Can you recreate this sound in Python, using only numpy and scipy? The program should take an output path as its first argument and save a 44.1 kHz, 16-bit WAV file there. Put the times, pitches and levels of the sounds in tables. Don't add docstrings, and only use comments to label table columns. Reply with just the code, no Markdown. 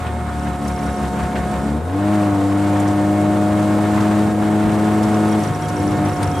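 import sys
import numpy as np
from scipy import signal
from scipy.fft import rfft, irfft
from scipy.io import wavfile

SR = 44100
rng = np.random.default_rng(int(sys.argv[2]) if len(sys.argv) > 2 else 0)


def pcm_store(signal):
    levels = np.round(np.clip(np.atleast_2d(signal), -1, 1) * 32767)
    wavfile.write(sys.argv[1], SR, levels.astype(np.int16).T)


N = 282240
TIME = np.arange(N) / SR
BINS_HZ = np.fft.rfftfreq(N, 1 / SR)
STEP = 30


# time in seconds, level of the first firing order in dB.
BOOM_LEVEL = [(0, -27.5), (.42, -25.5), (.7, -25), (2.7, -23.5), (5.45, -26), (5.63, -30), (6.08, -23.5),
              (6.4, -21.5)]
# time in seconds, engine load in dB, firing unevenness as a fraction.
ENGINE_LOAD = [(0, -16.5, 0.37), (.45, -9, 0.2), (1.55, -6, 0.34), (1.71, -1.5, 0.14), (1.83, -7.5, 0.084),
               (1.95, 0, 0.041), (2.1, 2.5, 0.045), (3.2, 3, 0.033), (3.95, 1, .04), (4.2, 3, 0.037),
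               (4.33, -2, .05), (4.48, 1.5, 0.038), (5.39, 2, 0.061), (5.47, -6, 0.38), (5.57, -15, 0.17),
               (5.72, -10, 0.16), (5.85, 0.5, 0.19), (6.02, -2, 0.11), (6.15, -6.5, 0.16), (6.4, -7, 0.25)]
# centre in Hz, width in Hz, gain in dB.
DRONE_MODES = [(151, 34, -26), (210.8, 17, -23), (228.7, 16.3, -21), (255, 39, -38.5), (294, 32.6, -22.5),
               (315, 21, -27)]
# centre in Hz, width in Hz, gain in dB.
CABIN_MODES = [(113, 16, -28), (151.4, 22.6, -20), (181, 22, -28), (289.6, 33, -24), (370, 8.3, -54),
               (423.3, 10, -34.5), (486, 15.4, -33.5), (615.6, 26.4, -30.5), (633, 8.8, -42),
               (682, 9.9, -34), (770, 300, -42.5), (1080, 120, -46.5)]

def exhaust(firings, firing_hz, jitter=0.033, flutter=0.6, sag_db=10.5, surge_db=3.5, burble_db=4.5):
    load_db, uneven = curves(ENGINE_LOAD)
    boom_db, = curves(BOOM_LEVEL)
    slack, _ = bucking()
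    boom = amp(boom_db - sag_db * slack ** 1.2)
    drive = amp(load_db + surge_db * surging(lead_s=0.052))
    phase = 2 * np.pi * (firings + jitter * uneven * wander(88))
    out = np.zeros(N)
    for order in range(1, 15):
        modes = DRONE_MODES if order in (2, 3) else CABIN_MODES
        level = boom if order == 1 else drive * cabin(order * firing_hz, modes)
        pipe_dispersion = np.pi * order ** 2 / 5
        out += level * np.cos(order * phase - pipe_dispersion)
    burble = uneven * amp(burble_db + 3 * surging(lead_s=0))
    for order in (1.5, 2.5):
        out += burble * cabin(order * firing_hz, CABIN_MODES) * np.cos(order * phase + wander(6.2))
    out *= np.sqrt(2) * (1 + flutter * uneven * wander(41))
    return signal.sosfilt(signal.butter(4, 50, "high", fs=SR, output="sos"), out)


def cabin(hz, modes):
    gain = sum(amp(db) / (1 + (2 * (hz[::STEP] - centre) / width) ** 2) for centre, width, db in modes)
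    return np.interp(TIME, TIME[::STEP], gain)


# first surge in seconds, end in seconds, initial surge rate in Hz.
BUCK_SPELLS = [(0.51, 1.73, 5.16), (6.092, 6.448, 5.8)]

def bucking(lead_s=0., quicken_hz_per_s=0.94, fade_s=0.11):
    slack, extent = np.zeros(N), np.zeros(N)
    for start, end, rate_hz in BUCK_SPELLS:
        t = TIME + lead_s - start
        gate = np.clip(np.minimum(t + fade_s, end - start - t) / fade_s, 0, 1)
        cycles = rate_hz * t + quicken_hz_per_s * t ** 2 / 2
        slack += gate * np.sin(np.pi * cycles) ** 2
        extent += gate
    return slack, extent


def surging(lead_s):
    slack, extent = bucking(lead_s)
    return extent - 2 * slack


# frequency in Hz, relative level in dB.
RUSH_SPECTRUM = [(150, -51), (280, -0.5), (380, 0.5), (500, 3), (660, -3.5), (830, -3.5), (1100, -19),
                 (2000, -36.5)]

def gas_rush(firings, db, pulsing=0.16):
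    puffs = 1 + pulsing * np.cos(2 * np.pi * firings)
    return amp(db) * colour(stereo_noise() * puffs, RUSH_SPECTRUM)


# start in seconds, level in dB.
FUEL_POPS = [(5.498, -13), (5.9, -14)]

def pops(pipe_hz=135, rise_s=0.007):
    t, out = np.arange(SR // 10) / SR, np.zeros(N)
    pop = t / rise_s * np.exp(1 - t / rise_s) * np.sin(2 * np.pi * pipe_hz * t)
    for start, db in FUEL_POPS:
        add(out, start, amp(db) * pop)
    return out


# frequency in Hz, relative level in dB.
TYRE_SPECTRUM = [(100, -10), (280, -3.5), (450, -8.5), (660, -1), (830, 0), (1050, 1), (1350, -3),
                 (1800, -6.5), (2500, -12.5), (3500, -18), (5000, -29), (9000, -35.5)]

def tyre_roar(db, bite, gain_db=1.5, bite_db=2.5, flutter_db=1.5):
    scrub = stereo_noise() * amp(flutter_db * wander(41))
    return amp(db + gain_db + bite_db * bite) * colour(scrub, TYRE_SPECTRUM)


# frequency in Hz, relative level in dB.
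GRIT_SPECTRUM = [(1500, -3), (3000, 0), (4000, 0.5), (5200, -1), (6500, -0.5), (7600, 2), (9000, 1.5),
                 (9700, -4.5), (11500, -5), (13000, -9), (14500, -61)]

def grit(db, bite, gain_db=1.0, bite_db=0.8, grains_per_s=1500, size_db=2.5, flutter_db=0.97):
    sizes = amp(size_db * np.minimum(rng.exponential(1, (2, N)), 5))
    signs = rng.choice([-1, 1], (2, N))
    hits = rng.random((2, N)) < grains_per_s / SR
    spray = stereo_noise() + 0.51 * unit(sizes * signs * hits)
    spray *= amp(flutter_db * wander(48))
    return amp(db + gain_db + bite_db * bite) * colour(spray, GRIT_SPECTRUM)


# frequency in Hz, relative level in dB.
SHELL_SPECTRUM = [(10, -40), (35, -38), (55, -14.5), (80, 0), (125, -5), (155, 2), (190, -7.5), (240, -3.5),
                  (340, -6), (500, -13), (1000, -61)]

def body_rumble(db):
    return amp(db) * colour(stereo_noise(), SHELL_SPECTRUM)


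# peak time in seconds, relative level in dB.
TRACK_BUMPS = [(3.97, -6), (4.279, -7), (4.659, -7), (5.039, -11), (5.903, -13), (6.207, -9.5)]
# frequency in Hz, relative level in dB.
THUMP_SPECTRUM = [(30, -35), (60, -4), (85, -4), (120, 0), (160, 0.5), (220, -1.5), (500, -37), (1000, -60)]

def bumps(gain_db=-9.5, rise_s=0.034):
    t, envelope = np.arange(SR // 4) / SR, np.zeros(N)
    swell = t / rise_s * np.exp(1 - t / rise_s)
    for peak_s, db in TRACK_BUMPS:
        add(envelope, peak_s - rise_s, amp(db + gain_db) * swell)
    return envelope * colour(stereo_noise(), THUMP_SPECTRUM) / 2


# time in seconds, shaft speed in Hz.
PUMP_SPEED = [(0, 180.7), (.8, 181), (2, 181.1), (4.2, 181), (5.2, 181.4), (6.4, 181.1)]
# time in seconds, base level in dB.
PUMP_LEVEL = [(0, -33), (1.57, -29), (1.81, -38), (2.23, -29), (2.5, -33), (2.7, -29), (3.56, -29),
              (4.38, -31), (5.3, -28), (5.6, -30.5), (6.3, -28)]
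# shaft order, relative level in dB.
SHAFT_ORDERS = [(1, -8.5), (2, -8), (3, -10.5), (4, 0.5), (5, -9.5), (6, -13), (7, -14), (8, -15),
                (9, -19.5), (10, -19), (12, -20)]

def fuel_pump(shake_rad=0.018):
    shaft_hz, = curves(PUMP_SPEED)
    fourth_db, = curves(PUMP_LEVEL)
    others_db = fourth_db.mean() + 0.85 * (fourth_db - fourth_db.mean())
    angle = 2 * np.pi * np.cumsum(shaft_hz) / SR + shake_rad * wander(11)
    out = np.zeros(N)
    for order, order_db in SHAFT_ORDERS:
        base_db, waver = (fourth_db, 0.042) if order == 4 else (others_db, 0.25)
        phase = order * angle + waver * wander(1.3) + rng.uniform(0, 2 * np.pi)
        out += amp(base_db + order_db) * (1 + waver * wander(8.7)) * np.cos(phase)
    return np.sqrt(2) * out


# start in seconds, level in dB, centre in Hz, spread in octaves, T60 in seconds.
BODY_HITS = [(.066, -29.5, 2240, 0.64, 0.062), (0.279, -27, 1090, .5, 0.14),
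             (0.679, -30, 6500, 0.59, 0.054), (1.04, -43, 2300, .6, .1), (1.355, -23, 1600, 0.69, 0.086),
             (1.562, -39, 3270, 0.33, .07), (2.798, -29.5, 7500, .4, 0.064), (2.877, -31.5, 6400, .4, .05),
             (4.005, -31, 4500, 0.67, .05), (5.031, -31, 5000, 0.83, .06), (5.432, -32, 5000, .8, 0.071),
             (5.683, -31.5, 5500, 0.71, .07), (6.228, -23.5, 8900, 0.083, 0.038),
             (6.229, -21.5, 1900, 1.2, 0.041)]

def knocks(rise_s=0.0023):
    t, out = np.arange(SR // 5) / SR, np.zeros((2, N))
    hz = np.fft.rfftfreq(len(t), 1 / SR) + 1
    for start, db, centre_hz, octaves, t60 in BODY_HITS:
        noise = rng.standard_normal(len(t)) + 0.55 * rng.standard_normal((2, len(t)))
        band = np.exp(-0.5 * (np.log2(hz / centre_hz) / octaves) ** 2)
        clatter = unit(irfft(rfft(noise) * band, len(t)))
        envelope = amp(db - 60 * t / t60) * (1 - np.exp(-t / rise_s))
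        add(out, start, clatter * envelope)
    return out


# start in seconds, end in seconds, strike chance per shake, base level in dB.
CLIP_SPELLS = [(.387, .56, .5, -40), (0.64, .99, 1, -34), (1.081, 1.24, .8, -40), (4.777, 4.95, .6, -41),
               (5.029, 6.4, 0.73, -29.5)]
TICK_MODES = [(9680, -7, .009), (9900, 12.5, 0.0057), (10000, 2.5, 0.0071)]
FALL_MODES = [(5613, 5.5, 0.022), (5713, 9, 0.015)]

def clip_chatter(shake_hz=27.4, tick_db=2.5, fall_db=-4, fall_s=0.0071, scatter_db=0.1, jitter_s=0.0022):
    out = np.zeros((2, N))
    for start, end, chance, db in CLIP_SPELLS:
        for shake_s in np.arange(start, end, 1 / shake_hz):
            tick_gain, fall_gain = amp(rng.normal([tick_db, fall_db], scatter_db))
            strike_s = rng.normal(shake_s, jitter_s)
            strength = amp(db) * (rng.random() < chance)
            add(out, strike_s, strength * tick_gain * ring(TICK_MODES, rise_s=0.0015))
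            add(out, strike_s + fall_s, strength * fall_gain * ring(FALL_MODES, rise_s=0.0016))
    return out


def ring(modes, rise_s, detune=0.0039):
    t, tones = np.arange(SR // 20) / SR, 0
    for hz, db, t60 in modes:
        cycles = hz * rng.normal(1, detune) * t + rng.random((2, 1)) / 2
        tones += amp(db - 60 * t / t60) * np.sin(2 * np.pi * cycles)
    return tones * (1 - np.exp(-(t / rise_s) ** 2))


# start in seconds, length in seconds, level in dB.
RUBS = [(5.295, .065, -40), (5.62, .055, -41), (6.316, .1, -40)]

def squeaks(hz=3250, waver=0.0085):
    envelope = np.zeros(N)
    for start, length_s, db in RUBS:
        add(envelope, start, amp(db) * signal.windows.hann(int(length_s * SR)) ** 0.7)
    pitch_hz = hz * (1 + waver * wander(75))
    return envelope * np.sin(2 * np.pi * np.cumsum(pitch_hz) / SR)


# frequency in Hz, level in dB.
WHISTLE_TONES = [(1314, -45.5), (1497, -50), (3800, -58.5), (7472, -60), (8597, -59), (9098, -60.5),
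                 (10864, -66)]

def whistles(half_width_hz=14):
    peaks = sum(amp(db) * unit(1 / (1 + ((BINS_HZ - hz) / half_width_hz) ** 2))
                for hz, db in WHISTLE_TONES)
    return irfft(rfft(stereo_noise()) * peaks, N)


def amp(db):
    return 10 ** (np.asarray(db) / 20)


def unit(x):
    return x / np.sqrt(np.mean(x ** 2) + 1e-20)


def curves(rows):
    seconds, *columns = np.transpose(rows)
    return [np.interp(TIME, seconds, column) for column in columns]


def per_bin(rows):
    hz, values = np.transpose(rows)
    return np.interp(np.log(BINS_HZ + 1), np.log(hz + 1), values)


def add(mix, start_s, sound):
    part = mix[..., max(round(start_s * SR), 0):][..., :sound.shape[-1]]
    part += sound[..., :part.shape[-1]]


def wander(cutoff_hz):
    size = len(TIME[::STEP])
    rolloff = 1 + (np.fft.rfftfreq(size, STEP / SR) / cutoff_hz) ** 4
    drift = irfft(rfft(rng.standard_normal(size)) / rolloff, size)
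    return np.interp(TIME, TIME[::STEP], unit(drift))


def stereo_noise():
    return rng.standard_normal((2, N))


# frequency in Hz, left-right correlation.
STEREO_CORRELATION = [(50, 0.93), (150, 0.97), (500, 0.85), (1000, 0.72), (2500, 0.73), (5000, 0.74),
                      (8000, 0.52), (14000, 0.045)]

def colour(pair, spectrum):
    mid, side = rfft(pair) * amp(per_bin(spectrum))
    correlation = per_bin(STEREO_CORRELATION)
    mid *= np.sqrt(1 + correlation)
    side *= np.sqrt(1 - correlation)
    return unit(irfft(np.array([mid + side, mid - side]), N))


def pan(x, left_db):
    return x * amp(np.array([[left_db], [-left_db]]) / 2)


# time in seconds, firing rate in Hz.
FIRING_RATE = [(0, 80), (.3, 74.2), (.6, 71.6), (1, 69.9), (1.6, 69.1), (1.76, 74), (1.95, 97),
               (2.05, 102.3), (2.14, 104.2), (2.4, 97.8), (2.6, 100.2), (2.9, 100.5), (3.2, 101.9),
               (4, 104.4), (4.8, 105.6), (5.35, 106.4), (5.6, 101.5), (5.8, 99.3), (6.02, 101.3), (6.4, 95)]
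# time in seconds, base levels of tyre roar and grit in dB.
ROAD_LEVELS = [(0, -31.5, -47), (.18, -38.5, -49.5), (.3, -35.5, -46.5), (.6, -37, -45.5), (.85, -35, -44),
               (1.35, -33, -44), (1.68, -35.5, -44.5), (1.84, -40, -52), (2.14, -29.5, -42),
               (2.42, -34, -44.5), (2.75, -30, -42), (3, -33.5, -44), (4.22, -29, -41), (4.35, -36, -45.5),
               (4.45, -31.5, -43), (5.44, -30.5, -41), (5.55, -35, -44), (5.75, -32.5, -42),
               (6.4, -33, -42.5)]
# time in seconds, levels of body rumble and gas rush in dB.
RUMBLE_RUSH_LEVELS = [(0, -32.5, -39), (.6, -36, -37), (1.5, -28.5, -37.5), (1.8, -33, -34),
                      (2.1, -33, -33), (2.6, -31.5, -32.5), (3.5, -28, -29), (4.6, -29, -30),
                      (5.4, -28, -29), (5.6, -28, -38), (5.9, -25.5, -30.5), (6.4, -28, -33)]

def scene():
    firing_hz, = curves(FIRING_RATE)
    roar_db, grit_db = curves(ROAD_LEVELS)
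    rumble_db, rush_db = curves(RUMBLE_RUSH_LEVELS)
    firings = np.cumsum(firing_hz) / SR
    bite = surging(lead_s=0.023)
    engine = pan(exhaust(firings, firing_hz) + pops(), left_db=2.0) + gas_rush(firings, rush_db)
    body = pan(body_rumble(rumble_db) + bumps(), left_db=-1.5)
    tyres = tyre_roar(roar_db, bite) + grit(grit_db, bite)
    whine = pan(fuel_pump(), left_db=-2.0) + whistles()
    return engine + body + tyres + whine + knocks() + squeaks() + clip_chatter()


def record(dry):
    low_pass = signal.firwin(511, 14500, window=("kaiser", 9), fs=SR)
    return signal.oaconvolve(dry, low_pass[None], "same")


dry = scene()
out = record(dry)
pcm_store(out)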